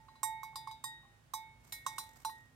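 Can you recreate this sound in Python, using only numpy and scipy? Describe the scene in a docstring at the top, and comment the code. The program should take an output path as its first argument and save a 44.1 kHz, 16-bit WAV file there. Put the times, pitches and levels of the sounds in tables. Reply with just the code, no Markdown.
"""A sheet-metal bell clanks unevenly on the neck of a sheep that turns its head in a meadow.
Each clapper blow knocks the air in the bell, sets three low tones ringing and shakes out a bright
cluster of wall modes (the metal's own notes) that depends on where it lands.
Grass rustles as a small dog runs off; a faint low drone lies under the open air."""
import sys
import numpy as np
from scipy import signal
from scipy.fft import rfft, irfft
from scipy.io import wavfile
from scipy.ndimage import uniform_filter1d

SR = 44100
rng = np.random.default_rng(int(sys.argv[2]) if len(sys.argv) > 2 else 0)


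def unload_audio(sound):
    """Save the sound as a 16-bit wav file, at the path given as the first command line argument."""
    columns = np.transpose(np.atleast_2d(sound))
    # keep every value between -1 and 1, then stretch to whole-number steps
    steps = np.round(np.clip(columns, -1, 1) * 32767)
    wavfile.write(sys.argv[1], SR, steps.astype(np.int16))


N = 112454

# Levels are relative. t60 is the time to fade by 60 dB; pan is left minus right.
# clapper blows: t/s, wall spot 0-4, knock/dB, hum/dB, second tone/dB, third tone/dB, low wall/dB,
# middle wall/dB, high wall/dB, hum t60/s, skid/dB, knock overtones/dB, hum fade power (1 = even fade)
BLOWS = [(-.04, 1, -52, -56.5, -68, -74, -67, -73, -80, 0.8, -76, 0, 1.05),
         (.084, 4, -43.5, -56.5, -67, -75.5, -62.5, -82, -86, 0.45, -83, 7, 1.2),
         (.154, 4, -51, -61, -71, -76, -62.5, -72, -87, 0.68, -81, 0, 1.),
         (.2308, 0, -23.5, -36, -47.5, -48, -44, -26.5, -33.5, 0.38, -55.5, 1, 2.01),
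         (0.4308, 2, -31.5, -43.5, -67, -52.5, -53.5, -51, -51, 0.48, -61, 1, 1.14),
         (.5565, 1, -33.5, -43.5, -60, -62, -40.5, -43, -48, 0.46, -56, -11, 1.11),
         (.6725, 1, -31, -40, -68.5, -56.5, -54, -56, -70, 0.37, -66, -18, 0.92),
         (.711, 1.5, -47, -45, -81, -64, -49.5, -55.5, -62, 0.21, -74, -10, 1.38),
         (0.8394, 0, -31, -47, -48, -89, -43, -36, -42, 0.29, -55, 0, 1.7),
         (1.3359, 2, -25.5, -38.5, -64.5, -54, -41.5, -37.5, -39, 0.52, -57.5, -17, 0.96),
         (1.7221, 3.5, -48.5, -58, -51.5, -53, -41, -40, -40.5, 0.18, -47.5, 8, 1.37),
         (1.8635, 2.5, -20.5, -44, -52.5, -51.5, -42.5, -37.5, -46.5, 0.36, -47, 5.5, 1.27),
         (1.9816, 3.5, -28, -47.5, -57, -64.5, -39.5, -36.5, -44, 0.4, -47.5, 11, 1.3),
         (2.2481, 4, -30, -32, -67, -69, -40.5, -38, -45, 0.27, -58.5, 13, 1.2),
         (2.294, 4, -42, -45, -53, -87, -55, -57, -53.5, 0.27, -70, 8, 1.17)]
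# wall modes: f/Hz, t60/s, pan/dB, then level/dB when struck at each of spots 0-4
WALL = [(3542, 0.42, 6, -26, -16, -18, -12, -19), (3728, 0.5, 6, -3, -13, -12, -22, -24),
        (3866, 0.17, 5, -6, -15, -2, -2, -18), (4007, 0.19, 9, -15, -9, -17, -13, -1),
        (4895, 0.17, 5, -6, -1, -7, -6, -11), (5329, 0.16, 1, -32, -10, -28, -26, -19),
        (5556, 0.17, -10, -38, -22, -14, -11, -15), (5722, 0.19, -7, -17, -13, -10, -16, -10),
        (5895, 0.19, -1, -25, -18, -21, -25, -20), (6245, 0.12, -7, -19, -14, -6, -20, -20),
        (6729, 0.12, -9, -30, -21, -18, -11, -27), (7210, 0.13, -11, -27, -19, -15, -16, -7),
        (7404, 0.14, -14, -18, -13, -9, -13, -28), (7553, 0.115, -20, -2, -8, -9, -21, -29),
        (8479, 0.14, -16, -17, -9, -16, -16, -14), (8624, 0.145, -26, -5, -16, -9, -17, -10),
        (8895, 0.13, -21, -15, -11, -9, -2, -11), (9109, 0.15, -24, -19, -7, -28, -17, -8),
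        (9399, 0.17, -18, -26, -19, -19, -18, -31), (9683, 0.15, -23, -22, -11, -25, -29, -6),
        (10546, 0.17, -9, -27, -27, -16, -11, -26), (11499, 0.15, -11, -7, -7, -11, -10, -14),
        (11698, 0.14, -12, -3, -7, -11, -13, -13), (11779, 0.13, -10, -12, -9, -2, -14, -15),
        (12060, 0.14, -6, -17, -8, -21, -12, -11), (12435, 0.15, -11, -12, -12, -22, -17, -21),
        (12699, 0.14, -13, -17, -8, -10, -16, -18), (13001, 0.15, -13, -22, -23, -17, -5, -6),
        (13194, 0.16, -12, -13, -16, -12, -9, -3), (13598, 0.16, -20, -18, -17, -15, -9, -17),
        (15450, 0.16, -18, -21, -16, -27, -17, -18), (15660, 0.15, -21, -31, -25, -22, -20, -25)]
WALL_SPLITS_HZ = 5100, 10000  # borders of the low, middle and high wall bands
WALL_ATTACK_S, TOP_HZ = 0.0015, 16200
# tone colour of the crack, the skid and the shimmer: f/Hz, level/dB
METAL_COLOUR = [(900, 0), (2400, -0.5), (4000, 4.5), (5500, -1.5), (7000, 2), (8800, 7.5), (10800, -12),
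                (12500, 5), (14300, -6), (14750, -7), (15500, -4), (16300, -18)]
# where the treble sits, mostly to the right: f/Hz, pan/dB
TREBLE_PAN = [(2000, -8), (4200, 19), (6000, -1.5), (8500, -17), (12000, -9.5), (16000, -18)]


def undb(db):
    return 10 ** (np.asarray(db) / 20)


def unit(x):
    return x / np.sqrt(np.mean(x ** 2))


def pan(db):
    """Left and right gains of equal total power."""
    gains = undb(np.array([[.5], [-.5]]) * db)
    return gains / np.sqrt(np.mean(gains ** 2, axis=0))


def sides(lead_rad):
    """Phase shifts that put the left side ahead of the right."""
    return np.array([[.5], [-.5]]) * lead_rad


def along(points, hz):
    """Read a curve of (f/Hz, value) points on a pitch-like axis."""
    freqs, values = np.array(points, float).T
    return np.interp(np.log(hz + 1), np.log(freqs), values)


def colour(x, points):
    """Give noise a tone colour, at a level of 1."""
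    return unit(irfft(rfft(x) * undb(along(points, np.fft.rfftfreq(N, 1 / SR))), N))


def lean(x):
    """Place a bright sound where the bell is."""
    return irfft(rfft(x) * pan(along(TREBLE_PAN, np.fft.rfftfreq(N, 1 / SR))), N)


def wobble(rate_hz):
    """A smooth random curve with a spread near 1."""
    hold = int(SR / rate_hz)
    steps = np.repeat(rng.standard_normal(N // hold + 1), hold)
    return unit(uniform_filter1d(uniform_filter1d(steps, hold), hold)[:N])


def ring(age, t60, attack):
    """Rise quickly, then die away."""
    age = np.maximum(age, 0)
    return (1 - np.exp(-age / attack)) * np.exp(-np.log(1000) * age / t60)


def add(out, start, sound):
    """Mix a sound in at its time."""
    i = int(start * SR)
    lo, hi = max(i, 0), min(i + sound.shape[1], N)
    out[:, lo:hi] += sound[:, lo - i:hi - i]


def meadow(t):
    """Open air, alike on both sides in the bass, and a wavering drone from far away."""
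    # tone colour of the air: f/Hz, level/dB
    air_colour = [(20, -47), (36, -21), (52, -0.5), (75, -1.5), (130, -3), (190, -9.5), (300, -16),
                  (500, -17.5), (1000, -18), (2000, -22.5), (4500, -29.5), (9000, -32), (13000, -38),
                  (16000, -39)]
    # notes of the drone: f/Hz, level/dB
    drone_notes = [(53, -75.5), (105, -74.5), (131, -72), (157, -78), (236, -83.5), (262, -83),
                   (340, -87.5)]
    mid, side = (colour(rng.standard_normal(N), air_colour) for _ in range(2))
    width = along([(150, 0.38), (600, 1)], np.fft.rfftfreq(N, 1 / SR))
    air = undb(-68.5) * (mid + irfft(rfft(side) * width, N) * np.array([[1], [-1]]))
    drone = 0
    for hz, db in drone_notes:
        swell = 1 + 0.45 * wobble(8.84)
        drone += undb(db) * unit(swell * np.sin(2 * np.pi * hz * t + wobble(7.4)))
    return pan(-3) * (air + drone)


def grass_rustle(t):
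    """A small dog brushes unevenly through the grass."""
    # loudness of the rustle: t/s, level/dB
    loudness = [(0, -84.5), (1.58, -96.5), (1.65, -67), (1.71, -67.5), (1.78, -71.5), (1.95, -69),
                (2.12, -67.5), (2.22, -67.5), (2.36, -75), (2.55, -89)]
    # its tone colour: f/Hz, level/dB
    grass_colour = [(1000, 5), (3000, -6), (6000, -1.5), (8700, 0.5), (10700, -12), (13000, 0.5),
                    (15000, -13.5)]
    hiss = lean(colour(rng.standard_normal((2, N)), grass_colour))
    flicker_db = 4 * wobble(220) + 1.02 * wobble(20)
    return hiss * undb(np.interp(t, *np.array(loudness).T) + flicker_db)


def echoes(x):
    """Faint scatter from the ground, the trees and a woodpile."""
    age, delay_s = np.arange(SR // 2) / SR, 0.0027
    tail = rng.standard_normal((2, len(age))) * ring(age - delay_s, t60=0.22, attack=delay_s)
    tail /= np.sqrt(np.sum(tail ** 2, axis=1, keepdims=True))
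    return undb(-15) * signal.fftconvolve(x, tail, axes=1)[:, :N]


def through_wall(x, width_hz=61, bypass=0.31):
    """Let rubbing noise sing in the wall modes; a little passes them by."""
    hz = np.fft.rfftfreq(N, 1 / SR)
    power = sum(1 / (1 + (2 * (hz - mode_hz) / width_hz) ** 2) for mode_hz, *_ in WALL)
    return unit(irfft(rfft(x) * np.sqrt(power + bypass ** 2), N))


def crack_and_skid(t):
    """The crack of metal on metal, and the rough skid of the clapper along the wall."""
    noise = lean(colour(rng.standard_normal(N) + 0.47 * rng.standard_normal((2, N)), METAL_COLOUR))
    band = np.searchsorted(WALL_SPLITS_HZ, np.fft.rfftfreq(N, 1 / SR))
    band_noise = np.array([unit(irfft(rfft(noise) * (band == b), N)) for b in range(3)])
    crack_level, skid_level = 0, 0
    for start, _, _, _, _, _, *wall_db, _, skid_db, _, _ in BLOWS:
        crack_level += undb(wall_db)[:, None] * ring(t - start, t60=0.017, attack=WALL_ATTACK_S)
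        skid_level += undb(skid_db) * ring(t - start, t60=.17, attack=.002)
    crack = undb(0.5) * np.sum(band_noise * crack_level[:, None], axis=0)
    skid = through_wall(noise) * skid_level * undb(1.5 * wobble(300))
    return crack + skid


def shimmer(count=70):
    """Many weak wall modes between the strong ones, shaken anew by each blow."""
    out, age = np.zeros((2, N)), np.arange(SR // 5) / SR
    hz = WALL_SPLITS_HZ[0] + (TOP_HZ - WALL_SPLITS_HZ[0]) * (np.arange(count) + rng.random(count)) / count
    modes = ring(age, t60=0.28, attack=WALL_ATTACK_S) * np.exp(2j * np.pi * hz[:, None] * age)
    band = np.searchsorted(WALL_SPLITS_HZ, hz)
    gain = undb(-23.5) * unit(undb(along(METAL_COLOUR, hz))) / np.sqrt(count)
    gain = gain * pan(along(TREBLE_PAN, hz))
    for start, _, _, _, _, _, *wall_db, _, _, _, _ in BLOWS:
        shake = rng.standard_normal((2, count)) + 1j * rng.standard_normal((2, count))
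        add(out, start, ((shake * gain * undb(wall_db)[band]) @ modes).imag)
    return out


def low_tones(t, usual_t60=0.45, usual_power=1.23, attack_s=0.0013):
    """Each blow restarts three low tones; wool settles on the bell and damps the lowest, the hum."""
    # each tone and its weak twin, which makes it throb:
    # t60 multiplier, pan/dB, left lead/rad, twin offset/Hz, twin level/dB
    tones = [(1., -6, 0.58, 2.81, -22.5), (1.5, -4, 1.7, 4.11, -9), (2., -4.5, -1.3, 3.82, -8)]
    tone_hz = 881, 1882.3, 2198.7
    blows = np.array(BLOWS)
    latest = blows[np.maximum(np.searchsorted(blows[:, 0], t, side="right") - 1, 0)].T
    start, _, _, hum_db, second_db, third_db, _, _, _, hum_t60, _, _, hum_power = latest
    fades = [(hum_db, hum_t60, hum_power)] + [(db, usual_t60, usual_power) for db in (second_db, third_db)]
    age, out = np.maximum(t - start, 0), 0
    smooth = np.exp(-1 / (attack_s * SR))
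    for hz, (stretch, pan_db, lead, twin_hz, twin_db), (db, t60, power) in zip(tone_hz, tones, fades):
        level = undb(db) * np.exp(-np.log(1000) * (age / (t60 * stretch)) ** power)
        level = signal.lfilter([1 - smooth], [1, -smooth], level)
        twin = undb(twin_db) * np.sin(2 * np.pi * ((hz + twin_hz) * t + rng.random((2, 1))))
        out += level * pan(pan_db) * (np.sin(2 * np.pi * hz * t + sides(lead)) + twin)
    return out


def knocks(knock_hz=1077):
    """Hollow knocks, brighter when the clapper hits hard; a soft touch also leaves a faint low ring."""
    # notes of the bell's mouth: frequency ratio, t60/s, level/dB, pan/dB
    mouth_notes = [(1.002, 0.032, 1, -7.5), (1.109, 0.03, -17.5, -26), (1.35, 0.024, -18.5, -2.5),
                   (2.55, 0.025, -28, 2), (3.06, 0.054, -38, 10), (0.756, 0.36, -37.5, -19)]
    # soft touches of the clapper: t/s, level/dB
    touches = [(.125, -64.5), (.53, -51), (1.03, -56.5), (1.05, -53)]
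    out, age = np.zeros((2, N)), np.arange(SR // 2) / SR

    def note(hz, t60):
        return ring(age, t60, attack=0.0017) * np.sin(2 * np.pi * hz * age + sides(.6))

    def knock(overtone_db):
        return sum(undb(db + overtone_db * (ratio > 1.05)) * pan(pan_db) * note(knock_hz * ratio, t60)
                   for ratio, t60, db, pan_db in mouth_notes)

    for start, _, db, *_, overtone_db, _ in BLOWS:
        add(out, start, undb(db) * knock(overtone_db))
    for start, db in touches:
        add(out, start, undb(db) * (knock(0) + undb(-11) * note(hz=817.7, t60=0.63)))
    return out


def clanks():
    """Each blow rings the wall modes; the swinging bell sends them out a little differently each time."""
    out, age = np.zeros((2, N)), np.arange(SR // 2) / SR
    hz, t60, pan_db, *spot_db = np.array(WALL, float).T
    modes = ring(age, t60[:, None], WALL_ATTACK_S) * np.exp(2j * np.pi * hz[:, None] * age)
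    band = np.searchsorted(WALL_SPLITS_HZ, hz)
    for start, spot, _, _, _, _, *wall_db, _, _, _, _ in BLOWS:
        swing_db, side_db, lead, turn = rng.standard_normal((4, len(hz)))
        gain = undb(np.array(wall_db)[band] + spot_db[round(spot)] + swing_db) * pan(pan_db + side_db)
        phase = np.pi * turn + sides(1.4 * lead)
        add(out, start, ((gain * np.exp(1j * phase)) @ modes).imag)
    return out


def scene():
    t = np.arange(N) / SR
    strikes = knocks() + clanks() + shimmer() + crack_and_skid(t)
    bass_cut = signal.butter(5, 620, "high", fs=SR, output="sos")  # the bell's sound holds little below about 600 Hz
    bell = signal.sosfilt(bass_cut, low_tones(t) + strikes + echoes(strikes))
    return bell + grass_rustle(t) + meadow(t)


def record(dry):
    """Cut the highest treble."""
    return signal.sosfilt(signal.ellip(8, .2, 70, TOP_HZ, fs=SR, output="sos"), dry)


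dry = scene()
out = record(dry)
unload_audio(out)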